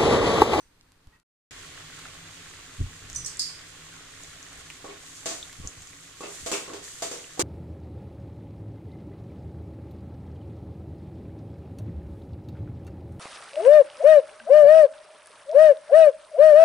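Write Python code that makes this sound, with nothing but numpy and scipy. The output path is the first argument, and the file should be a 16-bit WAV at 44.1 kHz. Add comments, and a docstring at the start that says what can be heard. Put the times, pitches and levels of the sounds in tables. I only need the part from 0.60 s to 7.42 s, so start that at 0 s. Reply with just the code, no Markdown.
"""Spices fry quietly; after a short silence, a thick sauce bubbles, spits and sizzles in a metal pan.
The food is random bursts ringing in resonators over hiss; single bursts, faint to loud, are swelling tones with a snap.
A steel spoon clinks on cutlery, then scrapes and knocks the pan: decaying modes over a wash of filtered noise.
Low noise rumbles as the gas flame, a vessel rings faintly, and swinging low tones bump the hand-held microphone.
"""
import sys
import numpy as np
from scipy import signal
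from scipy.fft import rfft, irfft, next_fast_len
from scipy.io import wavfile

SR = 44100
rng = np.random.default_rng(int(sys.argv[2]) if len(sys.argv) > 2 else 0)


def materialize(psi):
    """Save the field psi as 16-bit PCM at rate SR to the path in sys.argv[1].

    A 1-D psi becomes a single channel; in a 2-D psi each row is a channel.
    """
    bounded = np.clip(np.atleast_2d(psi).T, -1, 1)
    quanta = np.round(bounded * 32767).astype(np.int16)
    wavfile.write(sys.argv[1], SR, quanta)


N = 300968
TIME = np.arange(N) / SR
RING_TIME = np.arange(int(.45 * SR)) / SR   # the span of one struck, burst or bumped sound
FRYING_END_S, SAUCE_START_S = .632, .909   # silence lies between these

# modes of the pan: f/Hz before detuning, level/dB, t60/s
PAN_MODES = [(160, -14, .25), (285, -11, .3), (335, -7, .25), (404, -1, .42), (479, -4, .45),
             (560, -10, .25), (646, -6, .4), (669, -2, .45), (759, -10, .35), (1093, -8, .35),
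             (1250, -12, .3), (1445, -13, .4), (2277, -13, .35), (2670, -10, .4), (3268, -13, .35),
             (3750, -10, .5), (4270, -15, .35), (4695, -9, .45), (5975, -12, .4), (6498, -10, .35),
             (6790, -11, .4), (7010, -10, .4), (7332, -11, .35), (7480, -12, .4), (8021, -12, .3)]
# spectrum of the pan's crowded modes and the kitchen's echoes: f/Hz, relative level/dB
PAN_WASH = [(120, 1), (220, 1), (330, 7.5), (410, 5), (530, 9), (670, 6), (850, 2), (1150, 0), (1700, -6),
            (3000, -4), (5200, -3.5), (7000, 1.5), (8500, -4), (10000, -14.5), (15000, -29)]
PAN_WASH_T60_S = 0.43


def from_db(db):
    """Decibels to gain."""
    return 10 ** (np.asarray(db) / 20)


def rms_one(x):
    """Scale to unit power."""
    return x / np.sqrt(np.mean(x ** 2) + 1e-20)


def at_hz(points, hz):
    """Read a two-column table on a log-frequency axis."""
    table_hz, values = np.array(points).T
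    return np.interp(np.log(hz + 1e-3), np.log(table_hz), values)


def dying(t60):
    """Envelope that falls 60 dB in t60 seconds."""
    return from_db(-60 * RING_TIME / max(t60, 1e-4))


def cut(x, hz, kind, order=2):
    """Causal low- or high-pass."""
    sos = signal.butter(order, min(hz, .45 * SR), kind, fs=SR, output="sos")
    return signal.sosfilt(sos, x + 1e-18)


def panned(x, left_db):
    """Make the left side louder than the right by left_db."""
    return x * from_db([[left_db / 2], [-left_db / 2]])


def add(out, s, sound):
    """Mix a sound in at time s."""
    start = max(round(s * SR), 0)
    out[:, start:start + sound.shape[-1]] += sound[..., :max(N - start, 0)]


def drift(rate):
    """Slow chance: straight lines between random knots of spread 1, at this many knots per second."""
    knots = rng.standard_normal(4096)
    return np.interp(TIME * rate, np.arange(len(knots)), knots)


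def coloured(pair, spectrum):
    """Two unrelated signals become mid and side of a stereo sound shaped by a spectrum, alike in the bass; rms 1."""
    # likeness of the two channels: f/Hz, correlation from -1 to 1
    channel_likeness = [(100, 0.99), (290, 0.91), (450, 0.41), (620, -0.34), (1000, 0.29), (1400, 0.81),
                        (2400, -0.0015), (4000, -0.02)]
    length = pair.shape[-1]
    size = next_fast_len(length)
    hz = np.arange(size // 2 + 1) * SR / size
    mid, side = rfft(pair, size) * from_db(at_hz(spectrum, hz))
    alike = np.clip(at_hz(channel_likeness, hz), -.995, .995)
    stereo = np.sqrt(1 + alike) * mid + np.sqrt(1 - alike) * side * [[1], [-1]]
    return rms_one(irfft(stereo, size)[:, :length])


def fizz(spectrum, per_s, low_hz, high_hz, cycles, size_db, blur_db, clump_db, count=16):
    """Bubbles of all sizes burst in random clusters and ring for some cycles; the tiniest and the room blur to hiss."""
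    chance = per_s * from_db(clump_db * drift(30)) / SR
    born = np.flatnonzero(rng.random(N) < chance)
    sizes = from_db(size_db * np.minimum(rng.exponential(1, len(born)), 4.5))
    bearing = rng.uniform(0, 2 * np.pi, len(born))
    spread = np.array([np.cos(bearing), np.sin(bearing)])
    dealt = rng.integers(0, count, len(born))   # which pitch each bubble has
    grains = np.zeros((2, N))
    for k, hz in enumerate(np.geomspace(low_hz, min(high_hz, .4 * SR), count)):
        clicks = np.full((2, N), 1e-18)
        clicks[:, born] += sizes * (dealt == k) * spread
        # a two-pole resonator that falls 60 dB in the given cycles
        r, w = from_db(-60 * hz / (cycles * SR)), 2 * np.pi * hz / SR
        ringing = signal.lfilter([1, 0, -1], [1, -2 * r * np.cos(w), r * r], clicks)
        grains += hz * ringing / np.sin(w)
    hiss = from_db(blur_db) * rng.standard_normal((2, N))
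    return coloured(rms_one(grains) + hiss, spectrum)


def struck(modes, wash, t60, wash_db, vary_db):
    """Metal after one touch: clear modes, and a wash of crowded modes and kitchen echoes."""
    # phase by which modes lead on the left: f/Hz, phase/rad
    left_lead = [(404, 0.6), (480, 0.5), (560, 3), (670, 2.5), (760, -2.5), (1100, -1.4), (1500, -1)]
    detune = 0.0024   # grip and load shift each mode from touch to touch, as a share of its pitch
    tones = 0
    for hz, db, mode_t60 in modes:
        # low modes reach the two sides at a set phase, high ones at unrelated phases
        scatter = rng.uniform(-np.pi, np.pi, (2, 1)) * min(hz / 2000, 1) ** 3
        phase = scatter + at_hz(left_lead, hz) * np.array([[1], [0]])
        strength = from_db(db + vary_db * rng.standard_normal((2, 1)))
        shifted_hz = hz * (1 + detune * rng.standard_normal())
        tones = tones + strength * dying(mode_t60) * np.sin(2 * np.pi * shifted_hz * RING_TIME + phase)
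    tones = tones / np.sqrt(sum(from_db(db) ** 2 for _, db, _ in modes) / 2)
    wash_noise = coloured(rng.standard_normal((2, len(RING_TIME))), wash)
    return (tones + from_db(wash_db) * dying(t60) * wash_noise) / np.sqrt(2)


def chattering(ringing, seconds, slip):
    """A first touch and a dying train of tiny slips each set the metal ringing."""
    count = len(RING_TIME)
    slips = rng.standard_normal(count) * (rng.random(count) < 900 / SR)
    touches = slip * slips * np.exp(-RING_TIME / max(seconds, 1e-4))
    touches[0] = 1
    return signal.fftconvolve(ringing, touches[None] / np.linalg.norm(touches))[:, :count]


def sliding(ringing, seconds):
    """Edge on edge, fine slips swell and die away, each setting the metal ringing."""
    age = (RING_TIME + 1 / SR) / max(seconds, 1e-4)
    slips = rng.standard_normal(len(age)) * age * np.exp(-age)
    return signal.fftconvolve(ringing, slips[None] / np.linalg.norm(slips))[:, :len(age)]


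def favouring(sound, hz, db, width_hz):
    """A resonance adds weight to one band, such as the modes favoured by the spot of a blow."""
    return sound + from_db(db) * signal.lfilter(*signal.iirpeak(hz, hz / width_hz, fs=SR), sound)


def snap(peak_db, snap_s, top_hz):
    """The broadband click of a film tearing or of steel first touching, dulled above top_hz."""
    age = RING_TIME / max(snap_s, 1e-5)
    return from_db(peak_db) * cut(np.exp(-age) * np.cos(age), top_hz, "low")


def burner():
    """The flame's low rumble booms in the hollow under the pan, above a deep rumble of the hand-held microphone."""
    # spectrum of the flame: f/Hz, relative level/dB
    flame_spectrum = [(20, 1.5), (50, -7), (100, 7), (128, -4), (165, 10), (195, -28), (225, -12),
                      (250, -3.5), (280, 4), (310, -5), (430, -7.5), (600, -22), (1200, -28)]
    spices_db, sauce_db, sag_db_per_s = -70, -54, 0.83   # under the sauce it slowly sags
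    level_db = np.where(TIME < FRYING_END_S, spices_db, sauce_db - sag_db_per_s * (TIME - SAUCE_START_S))
    flame = coloured(rng.standard_normal((2, N)), flame_spectrum)
    flutter_db = 0.1 * drift(11)
    microphone_rumble = rms_one(cut(rng.standard_normal(N), 68, "low", order=3))
    return from_db(level_db + flutter_db) * flame + from_db(-66.5) * microphone_rumble


def far_clank():
    """A vessel is touched further off in the kitchen: fine slips wake its modes faintly."""
    # modes of the vessel: f/Hz before detuning, level/dB, t60/s
    vessel_modes = [(888, 2, 0.39), (1170, -10, .2), (1510, -11, .3), (1900, -3, 0.54), (2650, -5, .4)]
    # spectrum of its wash: f/Hz, relative level/dB
    vessel_wash = [(300, -15), (900, 3), (2000, 6), (3000, -20), (6000, -30)]
    out = np.zeros((2, N))
    ringing = struck(vessel_modes, vessel_wash, t60=0.43, wash_db=-3.0, vary_db=1)
    add(out, .513, from_db(-59.5) * sliding(ringing, seconds=0.012))
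    return out


def handling(rub_db, rub_hz, steepness):
    """Fingers bump the housing: a low swing swells and dies, with a dull rub at its height, later on the left."""
    # bumps: t/s, level/dB, swell/s, swing f/Hz
    bump_events = [(0.47, -45, 0.0082, 61), (2.181, -25.5, 0.029, 88), (2.294, -49, 0.014, 87),
                   (2.4, -49.5, 0.051, 103), (2.518, -41, 0.016, 67.6), (2.55, -47, 0.048, 126),
                   (3.94, -54, 0.036, 61.5), (4.987, -36, 0.013, 82), (5.037, -34.5, 0.015, 64.4),
                   (5.151, -53, 0.037, 82.6), (5.807, -45, 0.018, 70)]
    # swings of the housing: multiple of the swing's pitch, level/dB
    housing_modes = [(.3, -2), (.6, -5), (1, 1), (1.35, -5), (1.9, -14.5), (2.9, -18.5)]
    left_lag_s = 0.00065
    out = np.zeros((2, N))
    for s, db, swell_s, hz in bump_events:
        swing = sum(from_db(mode_db) * np.sin(2 * np.pi * multiple * hz * RING_TIME)
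                    for multiple, mode_db in housing_modes)
        rub = from_db(rub_db) * rms_one(cut(rng.standard_normal(len(RING_TIME)), rub_hz, "low", order=4))
        age = RING_TIME / max(swell_s, 1e-3)
        pressure = (age * np.exp(1 - age)) ** steepness
        add(out, s, from_db(db) * pressure * (swing + rub * pressure ** 4))
    return np.array([np.interp(TIME - left_lag_s, TIME, out[0]), out[1]])


def cutlery(low_t60, contact_t60, contact_db):
    """The spoon slides off other steel; a clean tap ticks sharply, and its lower modes sound too."""
    # clinks: t/s, level/dB, low modes' level/dB re the clink, sliding/s, favoured f/Hz, wash level/dB re the modes
    clink_events = [(0, -70, -8, 0.001, 5400, 10), (2.5475, -36, -15, 0.00098, 6040, -12),
                    (2.559, -32, -22, 0.00094, 6540, -4), (2.646, -41, -20, 0.00075, 5450, 0),
                    (2.66, -34.5, -12, 0.0012, 6100, -0.5), (2.7934, -35.5, 1, 0.00045, 6400, 5.5),
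                    (2.8179, -43, -2, 0.00074, 7000, 2)]
    # the spoon's upper, then lower modes: f/Hz before detuning, level/dB, t60/s
    spoon_modes = [(5416, -8, .25), (5790, -15, .33), (5950, -8, .22), (6002, -5, .36), (6430, -8, .33),
                   (6590, -6, .25), (6869, -11, .3), (7260, -5, .3), (7935, -6, .3), (8183, -12, .3),
                   (8420, -11, .3), (8720, -7, .22)]
    spoon_low_modes = [(4490, -9, .3), (4657, -1, .37), (4818, -4, .4), (4893, -5, .36), (5066, -7, .36),
                       (5270, -8, .42)]
    # spectra of their washes: f/Hz, relative level/dB
    spoon_wash = [(3000, -33), (4700, -14), (5400, 2), (6500, -4.5), (8500, -2), (9500, -10), (11000, -17),
                  (15000, -33)]
    spoon_low_wash = [(1500, -40), (2600, -16), (3900, -17), (4400, -1), (4750, 2), (5200, -2), (5700, -22),
                      (9000, -45)]
    out = np.zeros((2, N))
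    for s, db, low_db, slide_s, favoured_hz, wash_db in clink_events:
        ringing = struck(spoon_modes, spoon_wash, t60=0.43, wash_db=wash_db, vary_db=0)
        ringing = favouring(ringing, favoured_hz, db=-2, width_hz=320)
        # the direct sound of the contact stands above the ringing; longer sliding takes the tick away
        tick = from_db(13) * np.exp(-slide_s / 0.00043)
        ringing = ringing * (1 + from_db(contact_db) * dying(contact_t60) + tick * dying(.009))
        low_ringing = struck(spoon_low_modes, spoon_low_wash, low_t60, wash_db=4, vary_db=1)
        ringing = from_db(db) * (ringing + from_db(low_db) * low_ringing)
        add(out, s, sliding(ringing, slide_s))
        add(out, s + slide_s, tick * snap(db - 1, snap_s=.00003, top_hz=15000))
    return panned(out, left_db=-4.5)


def scraping(low_hz, high_hz, favour_db, width_hz):
    """The spoon's edge drags over the pan; fine slips make its upper modes rasp."""
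    # scrapes: t/s, level/dB, swell/s, favoured f/Hz
    scrape_events = [(4.288, -48, 0.0069, 2190), (5.627, -42.5, 0.0075, 2540), (5.926, -33, 0.0055, 2530),
                     (6.13, -47.5, 0.00086, 2610)]
    out = np.zeros((2, N))
    for s, db, swell_s, hz in scrape_events:
        ringing = struck(PAN_MODES, PAN_WASH, PAN_WASH_T60_S, wash_db=12, vary_db=1)
        ringing = ringing * dying(1)   # the dragging spoon damps the pan
        ringing = cut(cut(ringing, low_hz, "high", order=4), high_hz, "low", order=4)
        add(out, s, from_db(db) * sliding(favouring(ringing, hz, favour_db, width_hz), swell_s))
    return out


def stirring(split_hz, favour_db, hard_db, hard_hz, lowest_hz):
    """The spoon knocks the pan: its floor thuds, the mode under the blow rings, bare steel chatters brightly."""
    # knocks: t/s, level/dB, brightness/dB re the level, chatter/s, favoured f/Hz, its ring level/dB, thud level/dB
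    knock_events = [(4.2433, -41, -11.5, .012, 1130, -50, -44), (4.288, -47, -13, .02, 410, -46, -48),
                    (4.658, -40, 9.5, 0.025, 663, -37.5, -39.5), (4.69, -46, 9, .01, 797, -50, -45),
                    (4.711, -45.5, 5, .005, 665, -44.5, -47), (5.039, -52, -9, .01, 1130, -59, -52),
                    (5.607, -42.5, -5, .012, 1112, -43, -41), (5.634, -39.5, -11, .02, 1220, -56, -43),
                    (5.685, -51, -5, .02, 407, -46, -58), (5.862, -39, 5.5, 0.011, 670, -42, -43),
                    (5.9157, -34, 4, 0.0086, 1056, -49, -34.5), (5.931, -37, -0.5, 0.011, 404, -33.5, -50),
                    (6.079, -43, -20, .02, 1095, -41.5, -54), (6.1, -45.5, -20, .01, 286, -45, -53),
                    (6.134, -43.5, 1, 0.021, 399, -42, -47), (6.422, -37.5, 5.5, 0.0086, 673, -36.5, -41.5),
                    (6.514, -40, 2.5, .009, 479, -49, -42.5), (6.776, -45, -20, .01, 763, -46, -54),
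                    (6.794, -30, 3.5, .0105, 352, -30.5, -30)]
    # modes of the pan's floor, damped by sauce: f/Hz, level/dB, t60/s
    thud_modes = [(317.6, -5, 0.3), (492, -1.5, .11), (819, -2, 0.061), (1130, -2.5, 0.095)]
    thud = sum(from_db(db) * dying(t60) * np.sin(2 * np.pi * hz * RING_TIME) for hz, db, t60 in thud_modes)
    out = np.zeros((2, N))
    for s, db, bright_db, chatter_s, favoured_hz, ring_db, thud_db in knock_events:
        ringing = struck(PAN_MODES, PAN_WASH, PAN_WASH_T60_S, wash_db=5.5, vary_db=2)
        ringing = favouring(ringing, favoured_hz, favour_db, width_hz=70)
        # the harder the blow, the shorter the contact and the more top it has
        ringing = ringing + from_db(db - hard_db) * cut(ringing, hard_hz, "high", order=1)
        body = from_db(db) * cut(cut(ringing, split_hz, "low", order=4), lowest_hz, "high")
        # the mode under the blow sounds straight at the microphone
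        ring = from_db(ring_db) * dying(0.21) * np.sin(2 * np.pi * favoured_hz * RING_TIME)
        clang = chattering(cut(ringing, split_hz, "high", order=4), chatter_s, slip=0.11)
        low_part = panned(body + ring + from_db(thud_db) * thud, left_db=-1.3)
        add(out, s, low_part + from_db(db + bright_db) * clang)
    return out


def random_pops():
    """More bursts scattered at random over the boil: rows of (t/s, level/dB, f/Hz, snap/dB re the level)."""
    per_s, middle_db, spread_db = 16, -49, 8.5
    low_hz, high_hz, snap_db = 1210, 3700, 1
    boil_s = TIME[-1] - SAUCE_START_S
    when, size, pitch = rng.random((int(per_s * boil_s), 3)).T
    times = SAUCE_START_S + when * boil_s
    levels = middle_db + spread_db * (2 * size - 1)
    pitches = low_hz * (high_hz / low_hz) ** pitch
    return [(s, db, hz, snap_db) for s, db, hz in zip(times, levels, pitches)]


def pops(room_db, room_t60):
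    """Bubbles burst and fat spits: each snaps, swells and rings for a few cycles, and the kitchen answers."""
    # single bursts, faint to loud: t/s, level/dB, f/Hz, snap/dB re the level
    single_pops = [(0.4716, -55.5, 1100, 16.5), (1.033, -43, 1590, -12), (1.1756, -39.5, 1590, -12),
                   (1.3, -38, 1610, -2), (1.392, -38, 1510, 14), (1.4542, -37.5, 1370, -23),
                   (1.859, -40, 1700, -6), (2.3623, -44, 1760, -4), (2.5, -25.5, 6600, 3.5),
                   (2.5303, -25, 6740, -5), (2.771, -24.5, 7300, -14), (3.0378, -39, 1900, -3),
                   (3.2195, -42.5, 1950, -12), (3.2568, -47, 1700, -3), (3.3267, -43, 1500, -10),
                   (3.5377, -39.5, 1790, -10), (3.6358, -29.5, 6960, -9), (3.8282, -29, 6600, -14),
                   (3.865, -40.5, 1770, -10), (4.0646, -46, 1700, -3), (4.102, -28, 2710, 6.5),
                   (4.828, -27.5, 3600, -31), (4.895, -37.5, 1850, -8), (4.9293, -42.5, 6500, 20.5),
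                   (5.074, -17.5, 6650, -13), (5.2198, -32.5, 6900, -11), (5.273, -30, 6900, -8),
                   (5.332, -37.5, 2260, 7), (5.409, -39, 8200, -6), (6.28, -37, 1850, -5),
                   (6.6427, -36, 2850, -12)]
    rise_cycles, ring_cycles = 2.1, 6.3   # ring: to -60 dB, for a burst whose snap is 0 dB
    ring_per_snap = 0.27   # the less a burst snaps, the longer it rings (dB of length per dB of snap)
    out = np.zeros((2, N))
    for s, db, hz, snap_db in [*single_pops, *random_pops()]:
        rise = (1 - np.exp(-RING_TIME * hz / rise_cycles)) ** 2
        shape = rise * dying(ring_cycles * from_db(-ring_per_snap * snap_db) / hz)
        tone = from_db(db) * shape / shape.max() * np.sin(2 * np.pi * hz * RING_TIME)
        burst = tone + snap(db + snap_db, snap_s=.00005, top_hz=11300)
        echoes = rng.standard_normal((2, len(RING_TIME))) * dying(room_t60)
        echoes *= from_db(room_db) / np.linalg.norm(echoes[0])
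        add(out, s, burst + signal.fftconvolve(echoes, burst[None])[:, :len(burst)])
    return panned(out, left_db=-1.0)


def sizzle_level():
    """A slowly calming sizzle, plus a flare as each sweep of the spoon puts sauce on hot metal; as a gain."""
    # flares: t/s, peak level/dB, rise/s, dying time/s
    flare_events = [(3.55, -52.5, 0.057, 0.49), (4.35, -49, 0.13, 1.0), (5.52, -42.5, 0.23, 0.26),
                    (6.22, -42.5, 0.022, 0.56)]
    calm_db, sag_db_per_s = -50.5, 0.3
    power = from_db(calm_db - sag_db_per_s * (TIME - SAUCE_START_S)) ** 2
    for s, db, rise_s, dying_s in flare_events:
        rise = np.clip((TIME - s) / rise_s, 0, 1)
        flare = rise * np.exp(-np.maximum(TIME - s - rise_s, 0) / dying_s)
        power = power + (from_db(db) * flare) ** 2
    return np.sqrt(power)


def food():
    """Quiet frying at first; then steam bubbles through the sauce, films tear and fat sizzles at its edge."""
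    # vigour of the boil: t/s, level/dB
    boil_curve = [(1.15, -49), (1.21, -48.5), (2.13, -51.5), (4.04, -51.5), (5.42, -55), (6.05, -49.5),
                  (6.2, -52), (6.75, -53)]
    # hollow of the pan, where bubbling resounds: f/Hz, level/dB re the bubbling, width/Hz
    pan_hollow = [(1100, -1.5, 60), (1420, -14.5, 120), (1860, -17, 140), (3350, -12.5, 115)]
    # spectra of the four textures: f/Hz, relative level/dB
    frying_spectrum = [(300, 5.5), (700, 1), (1000, 3), (1800, 1), (3000, -2.5), (4600, -3), (5500, -7.5),
                       (8500, -8), (15000, -19)]
    bubbling_spectrum = [(250, -8), (450, -1.5), (900, -10.5), (1150, -5.5), (1500, -3.5), (2000, -1),
                         (2600, -2), (3400, -1), (4800, -5), (7000, -13.5), (12000, -59)]
    crackling_spectrum = [(600, -16), (1300, -5.5), (1900, -0.5), (2600, -4), (3500, -5), (6000, -11),
                          (12000, -25)]
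    sizzling_spectrum = [(1500, -20.5), (3500, -10), (5400, -8), (6500, -1.5), (7400, -1), (8500, -5.5),
                         (10000, -11.5), (12000, -18.5), (15500, -27)]

    boil_db = np.interp(TIME, *np.transpose(boil_curve))
    frying = fizz(frying_spectrum, per_s=200, low_hz=5000, high_hz=13000, cycles=1.7,
                  size_db=7.5, blur_db=4.0, clump_db=8.0, count=6)
    bubbling = fizz(bubbling_spectrum, per_s=900, low_hz=654, high_hz=4550, cycles=18.0,
                    size_db=2.0, blur_db=9.0, clump_db=4.0)
    # thin films of sauce tear in clusters
    crackling = fizz(crackling_spectrum, per_s=380, low_hz=1200, high_hz=5500, cycles=2.8,
                     size_db=2, blur_db=-9, clump_db=5, count=9)
    sizzling = fizz(sizzling_spectrum, per_s=3200, low_hz=3700, high_hz=12900, cycles=5.7,
                    size_db=4.5, blur_db=6.5, clump_db=7.0, count=12)
    for hz, db, width_hz in pan_hollow:
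        bubbling = favouring(bubbling, hz, db, width_hz)
    bubbling = panned(bubbling, left_db=-2.0) * from_db(boil_db + 1.5 + 0.11 * drift(34))
    crackling = crackling * from_db(boil_db - 7.5)
    sizzling = panned(sizzling, left_db=-1.5) * sizzle_level() * from_db(0.41 * drift(24))
    return np.where(TIME < FRYING_END_S, from_db(-64) * frying, bubbling + crackling + sizzling)


def scene():
    """Everything at the stove."""
    background = burner() + far_clank()
    bumps = handling(rub_db=-9.5, rub_hz=320, steepness=1.83)
    clinks = cutlery(low_t60=0.47, contact_t60=0.029, contact_db=-1.0)
    scrapes = scraping(low_hz=1700, high_hz=3600, favour_db=2.0, width_hz=360)
    knocks = stirring(split_hz=1470, favour_db=3.5, hard_db=-38.5, hard_hz=13100, lowest_hz=208)
    bursts = pops(room_db=-4.5, room_t60=0.12)
    return background + bumps + clinks + scrapes + knocks + bursts + food()


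def record(dry):
    """The sound fades, stops, and returns with the sauce; a steep low-pass cuts the top."""
    fade_start_s, fade_db_per_s, cutoff_hz = .56, 209, 15300
    fading = from_db(-fade_db_per_s * np.maximum(TIME - fade_start_s, 0)) * (TIME < FRYING_END_S)
    gain = np.where(TIME < SAUCE_START_S, fading, 1)
    low_pass = signal.ellip(10, .1, 80, cutoff_hz, fs=SR, output="sos")
    return signal.sosfilt(low_pass, dry * gain)


dry = scene()
out = record(dry)
materialize(out)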